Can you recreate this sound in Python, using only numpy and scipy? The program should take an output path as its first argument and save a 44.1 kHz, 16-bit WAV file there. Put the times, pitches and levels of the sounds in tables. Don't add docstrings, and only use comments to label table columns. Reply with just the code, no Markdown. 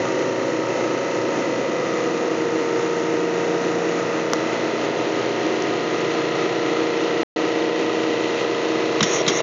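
import sys
import numpy as np
from scipy import signal
from scipy.fft import rfft, irfft
from scipy.io import wavfile
from scipy.ndimage import map_coordinates

SR = 44100
rng = np.random.default_rng(int(sys.argv[2]) if len(sys.argv) > 2 else 0)


def gain_from_decibels(decibels):
    exponent = np.asarray(decibels, float) / 20
    return 10 ** exponent


def transcribe(u):
    v = np.clip(np.atleast_2d(u).T, -1, 1)
    q = np.round(v * 32767).astype(np.int16)
    wavfile.write(sys.argv[1], SR, q)


N = 415422

SHAFT_HZ = 29.194
SOUND_M_PER_S = 343
LOW_ORDERS = [(1, -102.5), (2, -63.5), (3, -83), (4, -48), (5, -47.5), (6, -42), (7, -48), (8, -42.5),
              (10, -43.5), (12, -41), (13, -34.5), (15, -45), (20, -45.5), (22, -40.5), (23, -41.5),
              (25, -43), (26, -51.5), (27, -53), (28, -55), (29, -49), (30, -60), (36, -58.5)]
# freq_hz, level_db_rms of one multiple
HIGH_ORDERS = [(1080, -53), (1300, -46.5), (1500, -55.5), (1720, -55.5), (1950, -46), (2200, -57.5),
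               (2650, -54.5), (3100, -59), (3350, -62), (4200, -61.5), (4650, -68), (6100, -65),
               (6800, -81), (7600, -89.5)]
CONTACTS = [(.08, 0.75), (.27, 0.81), (.5, 1.08), (.6, 0.74), (.87, 0.64)]
LOUD_ORDERS = 9, 11, 14, 16, 17, 18, 19, 21, 24, 31, 32, 33, 34, 35
# level_db_rms, echo_share, echo_phase_rad, lean_db per unit turn
ECHOES = [(-49, 0.43, 6.2, -7), (-30.5, 0.75, 1.39, 6.5), (-36.5, 0.53, 3.7, 7.5), (-27.5, 0.53, 2.77, 0.6),
          (-38.5, 0.6, 0.56, -3.5), (-44.5, 1, 0.44, -4), (-35.5, 0.4, 5.03, 2.5), (-42, 0.06, 0.29, 5.5),
          (-42.5, 0.2, 2.36, 6), (-42, 0.4, 3.94, 0.7), (-46.5, 0.45, 5.31, -5), (-47.5, 0, 2.39, -1.2),
          (-44.5, 0.2, 1.4, 3), (-49, 0.5, 4.1, 2.5)]
# time_s, change_m
WALK = [(0.0, 0.051), (0.67, 0.039), (1.35, 0.12), (2.02, -0.074), (2.69, -0.27), (3.36, -0.31),
        (4.04, -0.51), (4.71, -0.68), (5.38, -0.65), (6.06, -0.84), (6.7, -0.86), (7.4, -0.89),
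        (8.1, -0.89), (8.75, -0.87), (9.42, -0.82)]
# time_s, turn
TURN = [(0, -1.01), (1.5, -0.68), (3.8, -.7), (5, 0.6), (6, 0.72), (7.5, 1.05), (9.4, 0.89)]
HUM_HZ = [71.7, 74.4, 90.3, 119.8, 132.7, 162, 220.2, 240.1, 265.5, 340.2, 360, 389.3, 399.5, 419.4, 480,
          499.8, 518, 620]
HUM_DB = [-57, -72.5, -61.5, -51, -47.5, -51, -66, -52, -66.5, -42.5, -35, -47, -39.5, -48, -42, -38.5,
          -53.5, -57.5]
# freq_hz, density_db_per_hz
RUSH = [(60, -53), (115, -12.5), (210, -15), (320, 2), (560, -9), (760, -10.5), (1000, -16), (1550, -18.5),
        (2250, -21.5), (3100, -22.5), (3350, -25), (4350, -26.5), (4650, -28), (6800, -24.5)]
# freq_hz, width_hz, level_db
PANELS = [(320, 25, 4), (420, 160, -1.5), (1255, 76, 10), (2025, 180, 7.5), (2600, 580, 4.5),
          (4260, 140, 3.5), (6020, 170, 2)]
SPLIT_HZ = 220, 2500, 4900
# halfway_db, swing_db per unit turn
SHADOW = [(0.5, -0.4), (0.25, 0.24), (0.83, 3.5), (-0.23, -1.2)]
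# freq_hz, width_hz, level_db
HOPPER = [(270, 76, 0.5), (665, 130, -6.5)]
# time_s, level_db_rms, resonance_hz
MOUTH = [(0, -41.5, 560), (1.1, -37.5, 555), (1.8, -38.5, 520), (2.6, -44, 475), (3.2, -60, 470)]
# time_s, level_db
STOOP = [
    (6.5, 0.8),
    (8, -6.5),
    (9.4, -3),
]
PING = 2.966, 2000, -27, .06
# start_s, peak_db, knock_share
TICKS = [
    (4.33415, -1.2, 1.25),
    (5.6224, -11, .7),
]
DROPOUT_S = 7.2333, 7.3608
# start_s, clack_db, thud_db, rise_s
PISTON = [(8.945, -48, -16, 0.0042)]
# start_s, clack_db, thud_db, rise_s
VALVE = [(9.0063, -6.5, -8.5, 0.00075), (9.264, -15, -16.5, .0016)]
# start_s, clack_db, thud_db, rise_s
HAMMER = [(9.0262, -6, -10, 0.0045), (9.277, -5.5, -21, 0.0064)]
# start_s, clack_db, thud_db, rise_s
REBOUND = [(9.037, -16, -28, 0.0022), (9.295, -14, -14, .003)]
# start_s, clack_db, thud_db, rise_s
STOP = [(9.211, -35, -9.5, .0011), (9.4026, -31, -6, .0011)]
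# brightness_db, thud_hz, thud_lag_s
BLOW_KINDS = [
    (-4, 350, .001),
    (-9.5, 195, .008),
    (1.2, 187, 0.0013),
    (-1, 280, 0.00116),
    (-9, 600, 0.0011),
]
# freq_hz, width_hz, level_db
CLACK = [(1100, 400, -2), (1600, 400, -3), (2100, 300, 1), (3150, 350, 2), (3850, 300, 0)]
# freq_hz, width_hz, level_db
CLACK_TOP = [(5800, 1700, 3.5), (6600, 170, -0.5), (6780, 830, -2)]
# open_s, peak_s, shut_s, peak_db_rms
EXHAUST = [
    (9.042, 9.152, 9.22, -24.5),
    (9.305, 9.376, 9.407, -24),
]
# freq_hz, width_hz, level_db
NOZZLE = [(6050, 250, -3), (6400, 220, 0), (6750, 300, -4)]
# freq_hz, width_hz, level_db
WHISTLE = [(5650, 160, 1), (1900, 500, -3), (3800, 900, -8), (1200, 300, -6)]


def in_time(table):
    s, *columns = np.transpose(table)
    return [np.interp(np.arange(N) / SR, s, c) for c in columns]


def at_hz(points, hz):
    point_hz, point_db = np.transpose(points)
    return np.interp(np.log(hz), np.log(point_hz), point_db)


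def rms_one(x):
    return x / np.sqrt(np.mean(x ** 2) + 1e-20)


def drift(rate_hz):
    points = rng.standard_normal(200)
    place = np.arange(N // 64 + 1) * 64 / SR * rate_hz % 199
    return map_coordinates(points, [place], order=3).repeat(64)[:N]


def lowpass(order, hz):
    return signal.butter(order, hz, fs=SR, output="sos")


def resonances(x, modes):
    out = 0
    for k, (hz, width_hz, level_db) in enumerate(modes):
        r = np.exp(-np.pi * width_hz / SR)
        ring = signal.lfilter([1, 0, -1], [1, -2 * r * np.cos(2 * np.pi * hz / SR), r * r], x)
        out = out + (-1) ** k * gain_from_decibels(level_db) * (1 - r * r) / 2 * ring
    return out


def motor(diffuse=.65, places_per_s=1.1, smear_rad=.75):
    order = np.arange(1, 261)
    level_db = at_hz(HIGH_ORDERS, order * SHAFT_HZ)
    for k, low_db in LOW_ORDERS:
        level_db[round(k) - 1] = low_db
    level_db[np.array(LOUD_ORDERS) - 1] = -120
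    direct = sum(size * np.exp(-2j * np.pi * order * at) for at, size in CONTACTS)
    paths = rng.standard_normal((15, 260)) + 1j * rng.standard_normal((15, 260))
    frame = np.exp(1j * smear_rad * rng.standard_normal(260))
    waves = direct / abs(direct) * frame + diffuse * paths
    waves *= gain_from_decibels(level_db + 1.0) / np.sqrt(np.mean(abs(waves[:11]) ** 2, axis=0))
    turns = irfft(np.pad(waves, ((0, 0), (1, 0))), 8192) * 8192 / np.sqrt(2)
    s = np.arange(N) / SR
    return map_coordinates(turns, [s * places_per_s, s * SHAFT_HZ % 1 * 8191], order=1)


def rush(level_db=-26, beat=0.68, gap_s=0.0072):
    hz = np.maximum(np.fft.rfftfreq(N, 1 / SR), 1)
    panels_db = sum(db / (1 + (2 * (hz - mid_hz) / width_hz) ** 2) for mid_hz, width_hz, db in PANELS)
    turns = np.arange(N) / SR * SHAFT_HZ
    kicks = sum(size * np.exp(-((turns - at) % 1) / SHAFT_HZ / gap_s) for at, size in CONTACTS)
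    noise = rng.standard_normal(N) * (1 + beat * kicks) * gain_from_decibels(0.97 * drift(15))
    spectrum = rfft(noise) * gain_from_decibels(at_hz(RUSH, hz) + panels_db)
    return gain_from_decibels(level_db) * rms_one(irfft(spectrum, N))


def facing(x):
    lows = [0 * x] + [signal.sosfiltfilt(lowpass(4, hz), x) for hz in SPLIT_HZ] + [x]
    turn, = in_time(TURN)
    return sum((upper - lower) * gain_from_decibels(level_db + swing_db * turn)
               for lower, upper, (level_db, swing_db) in zip(lows, lows[1:], SHADOW))


def loud_orders():
    mouth_lift_db, mouth_reach_hz, mouth_gone_s = 4.5, 25, 1.97
    s = np.arange(N) / SR
    (path_m,), (turn,) = in_time(WALK), in_time(TURN)
    mouth_hz, near = in_time(MOUTH)[1], np.clip(mouth_gone_s + .5 - s, 0, 1)
    out = 0
    for k, (level_db, echo, lag_rad, lean_db) in zip(LOUD_ORDERS, ECHOES):
        hz = k * SHAFT_HZ
        echo_phase = 2 * np.pi * hz * path_m / SOUND_M_PER_S + lag_rad
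        swell = np.sqrt(1 + echo ** 2 + 2 * echo * np.cos(echo_phase))
        lift_db = mouth_lift_db * near / (1 + ((hz - mouth_hz) / mouth_reach_hz) ** 2)
        gain = gain_from_decibels(level_db + lift_db + lean_db * turn + 0.55 * drift(6.5))
        out = out + swell * gain * np.sin(2 * np.pi * hz * s + k * k)
    return np.sqrt(2) * out


def hums(wander_db=1.5):
    s = np.arange(N) / SR
    return np.sqrt(2) * sum(
        gain_from_decibels(level_db + wander_db * drift(1.5)) * np.sin(2 * np.pi * hz * s + 1.07 * drift(1.201))
        for hz, level_db in zip(HUM_HZ, HUM_DB))


def hopper(mouth_width_hz=60, cavity_db=5):
    level_db, hz = in_time(MOUTH)
    slow = signal.sosfilt(lowpass(2, mouth_width_hz / 2), rng.standard_normal((2, N)))
    phase = 2 * np.pi * np.cumsum(hz) / SR
    mouth = rms_one(slow[0] * np.cos(phase) + slow[1] * np.sin(phase))
    cavity = rms_one(resonances(rng.standard_normal(N), HOPPER))
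    return gain_from_decibels(level_db) * (mouth + gain_from_decibels(cavity_db) * cavity)


def loose_fitting():
    out, s = np.zeros(N), np.arange(4000) / SR
    at, hz, peak_db, t60_s = PING
    ring = np.sin(2 * np.pi * hz * s) * (1 - np.exp(-s / .004))
    out[round(at * SR):][:4000] += gain_from_decibels(peak_db - 60 * s / t60_s) * ring
    return out


def ticks():
    out, s = np.zeros(N), np.arange(200) / SR
    knock = -np.sin(2 * np.pi * 1250 * s) * np.exp(-s / .0005)
    ping = np.sin(2 * np.pi * 5800 * s) * np.exp(-s / .0003)
    for at, peak_db, share in TICKS:
        start = round(at * SR)
        out[start:][:200] += gain_from_decibels(peak_db) * share * knock
        out[start + 11:][:200] += gain_from_decibels(peak_db) * ping
    return out


def jack_blows():
    out, s = np.zeros(N + 8000), np.arange(8000) / SR
    tables = PISTON, VALVE, HAMMER, REBOUND, STOP
    blows = [(*row, *kind) for rows, kind in zip(tables, BLOW_KINDS) for row in rows]
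    white = rng.standard_normal((len(blows), 8000))
    body, top = rms_one(resonances(white, CLACK)), rms_one(resonances(white, CLACK_TOP))
    for blow, low, high in zip(blows, body, top):
        at, clack_db, thud_db, rise_s, top_db, thud_hz, lag_s = blow
        t60_s = 0.024 + 4.0 * rise_s
        clatter = low + gain_from_decibels(top_db) * high
        clack = gain_from_decibels(clack_db - 60 * s / t60_s) * (1 - np.exp(-s / rise_s)) * clatter
        thud = gain_from_decibels(thud_db - 60 * s * thud_hz / 12) * np.sin(2 * np.pi * thud_hz * s)
        thud *= 1 - np.exp(-s * thud_hz * 7.4)
        out[round(at * SR):][:8000] += clack
        out[round((at + lag_s) * SR):][:8000] += thud
    return out[:N]


def puff(open_s, peak_s, shut_s, peak_db):
    start_db, knee_db, end_db, surge_s = -12, -7.5, -15, 0.028
    opening_s, closing_s, shut_db = .01, .012, -80
    lift_db, lift_s = 0.5, 0.017
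    whistle_db = peak_db - 9
    return [(open_s - opening_s, shut_db, shut_db),
            (open_s, peak_db + start_db, whistle_db),
            (peak_s - surge_s, peak_db + knee_db, whistle_db),
            (peak_s, peak_db, whistle_db),
            (shut_s - lift_s, peak_db + 0.9 * end_db, whistle_db + lift_db),
            (shut_s, peak_db + end_db, whistle_db),
            (shut_s + closing_s, shut_db, shut_db)]


def exhaust():
    jet = rms_one(resonances(rng.standard_normal(N), NOZZLE))
    whistle = rms_one(resonances(rng.standard_normal(N), WHISTLE))
    jet_db, whistle_db = in_time(np.concatenate([puff(*row) for row in EXHAUST]))
    return gain_from_decibels(jet_db) * jet + gain_from_decibels(whistle_db + 4.5) * whistle


def scene(stoop_hz=130):
    grinder = facing(motor() + rush()) + loud_orders() + hums()
    bass = signal.sosfiltfilt(lowpass(2, stoop_hz), grinder)
    grinder = grinder + (gain_from_decibels(in_time(STOOP)[0]) - 1) * bass
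    mix = grinder + hopper() + loose_fitting() + ticks() + jack_blows() + exhaust()
    return mix[None]


def band_limit(x):
    return signal.sosfilt(signal.butter(12, 16300, fs=SR, output="sos"), x)


def record(dry):
    bass_cut_hz, top_cut_hz, clip = 97, 6814, .7
    native_hz, image_cut_hz, image_db = 16000, 8680, -16.5
    s = np.arange(N) / SR
    x = signal.sosfilt(signal.butter(4, bass_cut_hz, "high", fs=SR, output="sos"), dry)
    x = signal.sosfilt(signal.cheby1(8, 1, top_cut_hz, fs=SR, output="sos"), x)
    drop_start_s, drop_end_s = DROPOUT_S
    x = x * ((s < drop_start_s) + np.clip((s - drop_end_s) / .0015, 0, 1))
    x = x * np.clip((s[-1] - s) / 0.0082, .2, 1)
    mirror = gain_from_decibels(image_db) * x * np.cos(2 * np.pi * native_hz * s)
    x = signal.sosfiltfilt(signal.cheby1(10, .1, image_cut_hz, fs=SR, output="sos"), x + mirror)
    x = np.clip(x, -clip, clip)
    return band_limit(x)


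dry = scene()
out = record(dry)
transcribe(out)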